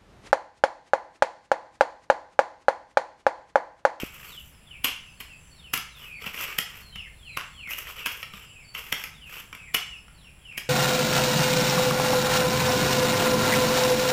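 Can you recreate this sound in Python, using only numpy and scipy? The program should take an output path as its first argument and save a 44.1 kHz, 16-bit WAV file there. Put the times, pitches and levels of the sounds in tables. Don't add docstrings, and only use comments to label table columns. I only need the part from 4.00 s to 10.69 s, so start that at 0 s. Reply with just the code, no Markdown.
import sys
import numpy as np
from scipy import signal
from scipy.fft import rfft, irfft, next_fast_len
from scipy.io import wavfile
from scipy.ndimage import map_coordinates

SR = 44100
rng = np.random.default_rng(int(sys.argv[2]) if len(sys.argv) > 2 else 0)


def waveform_to_disk(signal):
    frames = np.transpose(np.atleast_2d(signal))
    scaled = np.clip(frames, -1, 1) * 32767
    samples = np.round(scaled).astype(np.int16)
    wavfile.write(sys.argv[1], SR, samples)


N = 295029

# (time [s], level [dB], thud trim [dB], thud pitch [Hz],
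# clack trim [dB], clack pitch [Hz], grit trim [dB], bite length [s], spray trim [dB])
HOE_HITS = [(0.845, -18.5, -2, 305, -2, 2890, 3.5, 0.0081, -8.5),
            (1.204, -35.5, 4, 206, 1.5, 2850, 2, 0.011, -11),
            (1.737, -19.5, -1, 165, -0.5, 1350, 4, 0.0071, -11.5),
            (2.587, -15.5, -3, 190, -2.5, 1930, 0.5, 0.0034, -37),
            (3.373, -22.5, -2, 159, 3.5, 1120, -2.5, 0.003, -10),
            (4.061, -19, -17, 245, 2, 2160, -2, 0.0028, -11),
            (4.75, -30, -12, 200, -3, 2840, -13, 0.0058, -31),
            (4.926, -15.5, -5.5, 180, -3.5, 1530, -6.5, 0.0027, -37),
            (5.746, -16, -7, 303, -4, 1280, -4, 0.0079, -18),
            (6.578, -25.5, -3.5, 387, -2.5, 2330, -1.5, 0.0065, -20)]


def hoes(spray_t60_s=0.19, attack_s=0.002, lead_s=0.015, upper_thud_hz=450):
    out, t = np.zeros(N), np.arange(SR // 3) / SR - lead_s
    for s, db, thud_db, thud_hz, clack_db, clack_hz, grit_db, bite_s, spray_db in HOE_HITS:
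        bite = np.exp(np.where(t < 0, t / attack_s, -(t / bite_s) ** 2))
        crush = crunching(bite, rate=20000, spread_db=8.5)
        clumps = (t > 0) * amp(5 * wobble(182, len(t)))
        spray = crunching(clumps * amp(spray_db - 60 * t / spray_t60_s), rate=3200, spread_db=8)
        clack = amp(clack_db - 6.5) * np.linalg.norm(crush) * knock(clack_hz, t60_s=0.012)
        thud = amp(thud_db + 5) * (knock(thud_hz, t60_s=0.042) + amp(-6.5) * knock(upper_thud_hz, t60_s=0.046))
        cut = soil_contact(crush, thud_db, clack_db, grit_db + 2.5, ring_db=-16)
        settle = soil_contact(spray, thud_db - 3, clack_db, grit_db - 7.5, ring_db=-16.5)
        add(out, s - lead_s, amp(db) * (cut + settle))
        add(out, s, amp(db) * (clack + thud))
    return out


# (time [s], level [dB], grit trim [dB], clack pitch [Hz], thud trim [dB])
STONE_HITS = [(0.885, -28, -17, 2710, -8), (1.776, -23.5, 7, 2360, -0.5), (1.995, -45, 0, 2815, 6),
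              (2.243, -34, -9, 1330, 7), (2.267, -31.5, -14, 2890, 12.5), (2.344, -31, -3, 2500, -8),
              (2.377, -31.5, -10, 2800, -4), (2.959, -34, -5, 2260, 11), (3.675, -39.5, -3, 1380, 6),
              (3.709, -31.5, -2, 2640, -10), (3.717, -32.5, -23, 2560, -14), (3.735, -37.5, -38, 2880, -10),
              (3.784, -33, -9, 3000, -8), (4.069, -24, 4, 2100, -8), (4.230, -28, -5, 2430, -14),
              (4.338, -37.5, -6, 1210, 14), (5.04, -26, 0.5, 2480, -12), (5.529, -32, -9.5, 2330, -5),
              (5.550, -36.5, 0, 2104, -3), (6.082, -47.5, -14, 1380, 5), (6.526, -46, -9, 2400, -3)]


def stones(chatter_t60_s=0.0254, thud_hz=190):
    out, t = np.zeros(N), np.arange(SR // 6) / SR
    for s, db, grit_db, clack_hz, thud_db in STONE_HITS:
        chatter = crunching(amp(-60 * t / chatter_t60_s), rate=9000, spread_db=6.5)
        clack = amp(-6 - 0.48 * grit_db) * np.linalg.norm(chatter) * knock(clack_hz, t60_s=0.0207)
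        thud = amp(thud_db + 3.5) * knock(thud_hz, t60_s=0.058)
        rattle = soil_contact(chatter, thud_db=1.5, clack_db=0, grit_db=grit_db, ring_db=-7.5)
        add(out, s - 0.001, amp(db) * rattle)
        add(out, s, amp(db) * (clack + thud))
    return out


# (frequency [Hz], relative level [dB])
SOIL_EQ = [(60, -30), (160, -13.5), (280, 0.5), (360, -21), (450, -3), (640, -13), (1050, -2), (2000, 4.5),
           (3050, 7.5), (3900, -9.5), (5500, -7), (9300, -14), (12000, -2.5), (16000, -15)]


def soil_contact(force, thud_db, clack_db, grit_db, ring_db):
    trims = [(400, thud_db), (900, clack_db), (1900, clack_db),
             (2800, 0), (5000, grit_db / 2), (11000, grit_db)]
    ground = impulse_response([(hz, db + along(trims, hz)) for hz, db in SOIL_EQ])
    return through(force, ground) + amp(ring_db) * through(force, blade_ring())


# (frequency [Hz], base bandwidth [Hz], relative level [dB])
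BLADE_MODES = [(1039, 17, -5.5), (1323.6, 38, 4), (1820, 67, -25), (2190, 4.7, -16.5), (2800, 36, 3),
               (5480, 290, -3), (6300, 60, -34), (11060, 130, -10), (11550, 98, -26)]


def blade_ring(sustain=2.2):
    ring, t = np.zeros(SR // 4), np.arange(SR // 4) / SR
    for hz, width_hz, db in BLADE_MODES:
        gain = amp(db + rng.normal(0, 0.39)) * np.sqrt(width_hz)
        decay = np.exp(-np.pi * width_hz * t / sustain)
        ring += gain * decay * np.sin(2 * np.pi * hz * rng.normal(1, 0.0032) * t)
    return ring / np.linalg.norm(ring)


# (start [s], attack [s], length [s], crunch send [dB], hiss send [dB])
SHOVEL_PUSHES = [(-0.02, 0.0131, 0.049, -39, -42.5), (0.096, 0.064, 0.23, -51.5, -51),
                 (0.32, 0.0246, 0.16, -82, -56), (1.949, 0.036, 0.12, -55, -56.5),
                 (2.185, 0.12, 0.086, -39, -44.5), (2.308, 0.097, 0.15, -40, -41),
                 (2.46, 0.03, 0.06, -40.5, -45.5), (2.677, 0.024, 0.13, -53, -55.5),
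                 (3.685, 0.022, 0.022, -42.5, -36), (3.759, 0.032, 0.051, -45, -39.5),
                 (3.815, 0.06, 0.091, -44, -46), (3.95, 0.029, 0.051, -42, -47.5),
                 (4.082, 0.021, 0.13, -51, -48), (4.317, 0.019, 0.11, -54.5, -59.5),
                 (4.74, 0.0093, 0.058, -44, -44.5), (4.814, 0.033, 0.081, -53, -51.5),
                 (4.963, 0.02, 0.096, -48.5, -48), (5.252, 0.12, 0.13, -42.5, -45)]
# (frequency [Hz], relative level [dB])
GRAVEL_EQ = [(90, -41), (200, -19.5), (480, -1.5), (680, -13), (1250, 2), (1800, -3.5), (2700, 7),
             (3250, -0.5), (3900, -14.5), (5600, -9), (6700, -32), (7800, -8), (9000, -48), (16000, -63)]
# (frequency [Hz], relative level [dB])
SAND_EQ = [(3000, -38), (6000, -3), (9000, -11), (11000, -4), (12500, 2.5), (14200, 2.5), (16000, -19)]


def shovel(sag_db_per_s=5, settle_t60_s=0.26):
    t, crunch, hiss = np.arange(N) / SR, np.zeros(N), np.zeros(N)
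    for s, attack_s, length_s, crunch_db, hiss_db in SHOVEL_PUSHES:
        age = np.maximum(t - s, 0)
        fade_db = sag_db_per_s * age + 60 * np.maximum(age - length_s, 0) / settle_t60_s
        push = np.minimum(age / attack_s, 1) * amp(-fade_db)
        crunch = np.maximum(crunch, push * amp(crunch_db))
        hiss = np.maximum(hiss, push * amp(hiss_db))
    slips = unit(amp(2 * wobble(45, N) + 2.5 * wobble(170, N)))
    gravel_force = crunch * slips * grains(rate=2800, spread_db=2.3, size=N)
    sand_force = hiss * slips * grains(rate=4500, spread_db=6.5, size=N)
    gravel = amp(3.5) * through(gravel_force, impulse_response(GRAVEL_EQ))
    steel = amp(-29) * through(gravel_force, blade_ring())
    pebbles = amp(-5) * crunch * pebble_clicks()
    sand = amp(-0.5) * through(sand_force, impulse_response(SAND_EQ))
    return gravel + steel + pebbles + sand


def pebble_clicks(per_s=100, centre_hz=2400, spread=0.336, range_db=16):
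    out = np.zeros(N)
    for when, pitch, strength in rng.random((int(per_s * N / SR), 3)):
        hz = centre_hz * np.exp(spread * (2 * pitch - 1))
        add(out, when * N / SR, amp(range_db * strength) * knock(hz, t60_s=0.016))
    return unit(out)


# (start [s], length [s], top pitch [Hz], end pitch [Hz], level [dB])
FALLING_CALLS = [(0.276, 0.14, 4300, 2640, -41), (0.658, 0.12, 3560, 2235, -39),
                 (1.0, 0.11, 3083, 2565, -50.5), (1.26, 0.1, 2976, 2503, -47),
                 (1.533, 0.17, 4420, 2505, -45), (1.861, 0.22, 4400, 2680, -45.5),
                 (2.433, 0.1, 3060, 2190, -39), (2.841, 0.25, 4476, 2820, -51),
                 (3.185, 0.17, 3640, 2180, -38), (3.527, 0.18, 3490, 2028, -33),
                 (3.953, 0.12, 3120, 2440, -38.5), (4.27, 0.23, 4290, 2570, -48.5),
                 (4.475, 0.17, 3076, 2243, -44.5), (5.126, 0.17, 3869, 2440, -43),
                 (5.869, 0.11, 3070, 2530, -40.5), (6.151, 0.15, 4484, 2410, -46),
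                 (6.41, 0.17, 3257, 2198, -38)]
# (start [s], length [s], pitch [Hz], droop [Hz], level [dB])
HELD_WHISTLES = [(0.26, 0.067, 4540, 240, -61), (1.046, 0.11, 6250, 56, -66), (1.167, 0.08, 4350, 250, -58),
                 (1.38, 0.15, 6270, 620, -71), (1.506, 0.097, 4440, 105, -58), (1.898, 0.15, 5400, 30, -68),
                 (2.051, 0.15, 2582, 590, -43), (2.123, 0.13, 4550, 320, -61), (2.81, 0.11, 4390, 400, -55),
                 (2.912, 0.17, 3137, 1410, -43.5), (2.957, 0.098, 5450, 510, -63),
                 (3.069, 0.14, 4420, 560, -70), (3.237, 0.21, 4240, 950, -55.5),
                 (3.244, 0.22, 4690, 700, -66), (3.5, 0.14, 4330, 124, -62), (4.638, 0.107, 4550, 80, -55),
                 (5.571, 0.14, 2607, 740, -44.5), (5.966, 0.042, 5230, 36, -61),
                 (6.136, 0.05, 4500, 290, -62.5), (6.227, 0.093, 5480, 15, -67),
                 (6.44, 0.17, 5400, 980, -73)]


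def birds(bend=0.8, sung_share=0.78, growth_db_per_octave=23.5, far_calls_per_s=3):
    out = np.zeros(N)
    for s, length_s, top_hz, end_hz, db in FALLING_CALLS:
        progress = np.linspace(0, 1, int(length_s * SR))
        slide = np.sin(np.pi / 2 * sung_share * progress ** bend) ** 2
        glide = top_hz * (end_hz / top_hz) ** (slide / slide[-1])
        add(out, s, bird_note(glide, db - growth_db_per_octave * np.log2(glide / end_hz)))
    flock = [(when * N / SR, 0.063, 5280 * np.exp(0.17 * (pitch - 0.5)), 658, -69)
             for when, pitch in rng.random((int(far_calls_per_s * N / SR), 2))]
    for s, length_s, pitch_hz, droop_hz, db in HELD_WHISTLES + flock:
        progress = np.linspace(0, 1, int(length_s * SR))
        add(out, s, bird_note(pitch_hz - droop_hz * progress ** 2, db))
    return out


def bird_note(glide_hz, db, rasp=0.021, wander=0.006, flutter_db=3):
    size, lowness = len(glide_hz), 3000 / glide_hz
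    tremble = rasp * lowness ** 2.5 * wobble(411, size)
    bends = wander * lowness * wobble(35.5, size)
    hz = glide_hz * (1 + tremble + bends)
    swell = np.abs(np.sin(np.linspace(0, np.pi, size))) ** 0.47
    gain = amp(db - 1 + flutter_db * wobble(127, size))
    return swell * gain * np.sin(2 * np.pi * np.cumsum(hz) / SR)


def mic_bump(at_s=0.034, start_hz=400, sag_s=0.004, t60_s=0.0123, db=-14):
    out, t = np.zeros(N), np.arange(SR // 20) / SR
    turns = np.cumsum(start_hz / (1 + t / sag_s)) / SR
    add(out, at_s, -amp(db - 60 * t / t60_s) * np.sin(2 * np.pi * turns))
    return filtered(out, lambda hz: 1 / (1 + (hz / 850) ** 6))


# (frequency [Hz], base t60 [s])
WALL_DECAY = [(150, 0.079), (1000, 0.39), (2800, 0.36), (6000, 0.38), (14000, 0.14)]


def wall_reverb(x, t60_scale, build_s):
    hz, t, noise = signal.stft(rng.standard_normal(SR * 2 // 3), SR, nperseg=256)
    t60_s = t60_scale * along(WALL_DECAY, hz)[:, None]
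    tail = signal.istft(noise * amp(-60 * t / t60_s), SR, nperseg=256)[1]
    tail *= 1 - np.exp(-np.arange(len(tail)) / SR / build_s)
    return through(x, tail / np.linalg.norm(tail))


# (frequency [Hz], relative level [dB])
RUMBLE_EQ = [(20, -1.5), (65, 5), (120, -8), (220, -27), (600, -40)]
# (time [s], level [dB])
RUMBLE_SWELL = [(0, -56), (2.6, -56.5), (3.0, -49.5), (3.9, -55), (5.0, -56), (6.69, -55)]
# (frequency [Hz], relative level [dB])
LEAVES_EQ = [(20, -25), (150, -3), (300, -19), (700, -21), (1300, -21.5), (2000, -21.5), (2800, -16.5),
             (3300, -22.5), (4000, -34), (5300, -30.5), (6500, -42), (12000, -37.5), (16000, -37.5)]


def breeze():
    gust = amp(np.interp(np.arange(N) / SR, *np.transpose(RUMBLE_SWELL)))
    rumble = unit(filtered(rng.standard_normal(N), lambda hz: amp(along(RUMBLE_EQ, hz))))
    leaves = unit(through(rng.standard_normal(N), impulse_response(LEAVES_EQ)))
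    return gust * rumble + amp(-56 + 0.2 * wobble(5, N)) * leaves


# (peak time [s], level [dB])
INSECT_SWELLS = [(0.36, -63), (1.5, -63.5), (2.55, -65), (3.55, -63), (4.62, -61.5), (5.88, -60.5),
                 (6.85, -63.5)]


def insects(rest_db=-69.5, rise_s=0.41, fall_s=0.12):
    t = np.arange(N) / SR
    swells = sum(amp(db) * np.exp(-((t - s) / np.where(t < s, rise_s, fall_s)) ** 2)
                 for s, db in INSECT_SWELLS)
    gain = np.hypot(amp(rest_db), swells) * amp(0.66 * wobble(55, N))
    return gain * noise_band(7530, 264) + amp(-66.5) * noise_band(9990, 620)


def knock(hz, t60_s):
    t = np.arange(SR // 8) / SR
    ring = amp(-60 * t / t60_s) * np.sin(2 * np.pi * hz * t)
    return ring / np.linalg.norm(ring)


def grains(rate, spread_db, size):
    hits = (rng.random(size) < rate / SR) * rng.choice([-1, 1], size)
    return unit(hits * amp(spread_db * np.clip(rng.standard_normal(size), -2, 2)))


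def crunching(envelope, rate, spread_db):
    force = envelope * grains(rate, spread_db, len(envelope))
    return force * np.linalg.norm(envelope) / np.linalg.norm(force)


def noise_band(centre_hz, width_hz):
    return unit(filtered(rng.standard_normal(N), lambda hz: 1 / (1 + ((hz - centre_hz) / width_hz) ** 2)))


def wobble(rate, size):
    knots = rng.standard_normal(int(size * rate / SR) + 4)
    return map_coordinates(knots, [np.arange(size) * rate / SR])


def impulse_response(eq, size=2048):
    cepstrum = irfft(np.log(amp(along(eq, np.fft.rfftfreq(size, 1 / SR)))))
    cepstrum[1:size // 2] *= 2
    cepstrum[size // 2 + 1:] = 0
    impulse = irfft(np.exp(rfft(cepstrum)))
    return impulse / np.linalg.norm(impulse)


def through(x, impulse):
    return signal.fftconvolve(x, impulse)[:len(x)]


def filtered(x, response):
    size = next_fast_len(len(x) + SR // 4)
    return irfft(rfft(x, size) * response(np.fft.rfftfreq(size, 1 / SR)), size)[:len(x)]


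def along(points, hz):
    knots_hz, values = np.transpose(points)
    return np.interp(np.log(hz + 1), np.log(knots_hz), values)


def amp(db):
    return 10 ** (np.asarray(db) / 20)


def unit(x):
    return x / np.sqrt(np.mean(x ** 2) + 1e-20)


def add(track, s, sound):
    part = track[max(round(s * SR), 0):][:len(sound)]
    part += sound[:len(part)]


def scene():
    hits, scrapes, song = hoes() + stones(), shovel(), birds()
    tool_send = hits + amp(-3.5) * scrapes
    digging = hits + scrapes + amp(-4.5) * wall_reverb(tool_send, t60_scale=1.19, build_s=0.0031)
    song_smear = amp(-3) * wall_reverb(song, t60_scale=0.13, build_s=0.002)
    song_tail = amp(-4) * wall_reverb(song, t60_scale=0.9, build_s=0.02)
    distant_birds = amp(-0.5) * (song + song_smear + song_tail)
    return (digging + distant_birds + breeze() + insects() + mic_bump())[None]


def record(dry, top_hz=15850):
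    return filtered(dry[0], lambda hz: hz < top_hz)[None]


dry = scene()
out = record(dry)
waveform_to_disk(out)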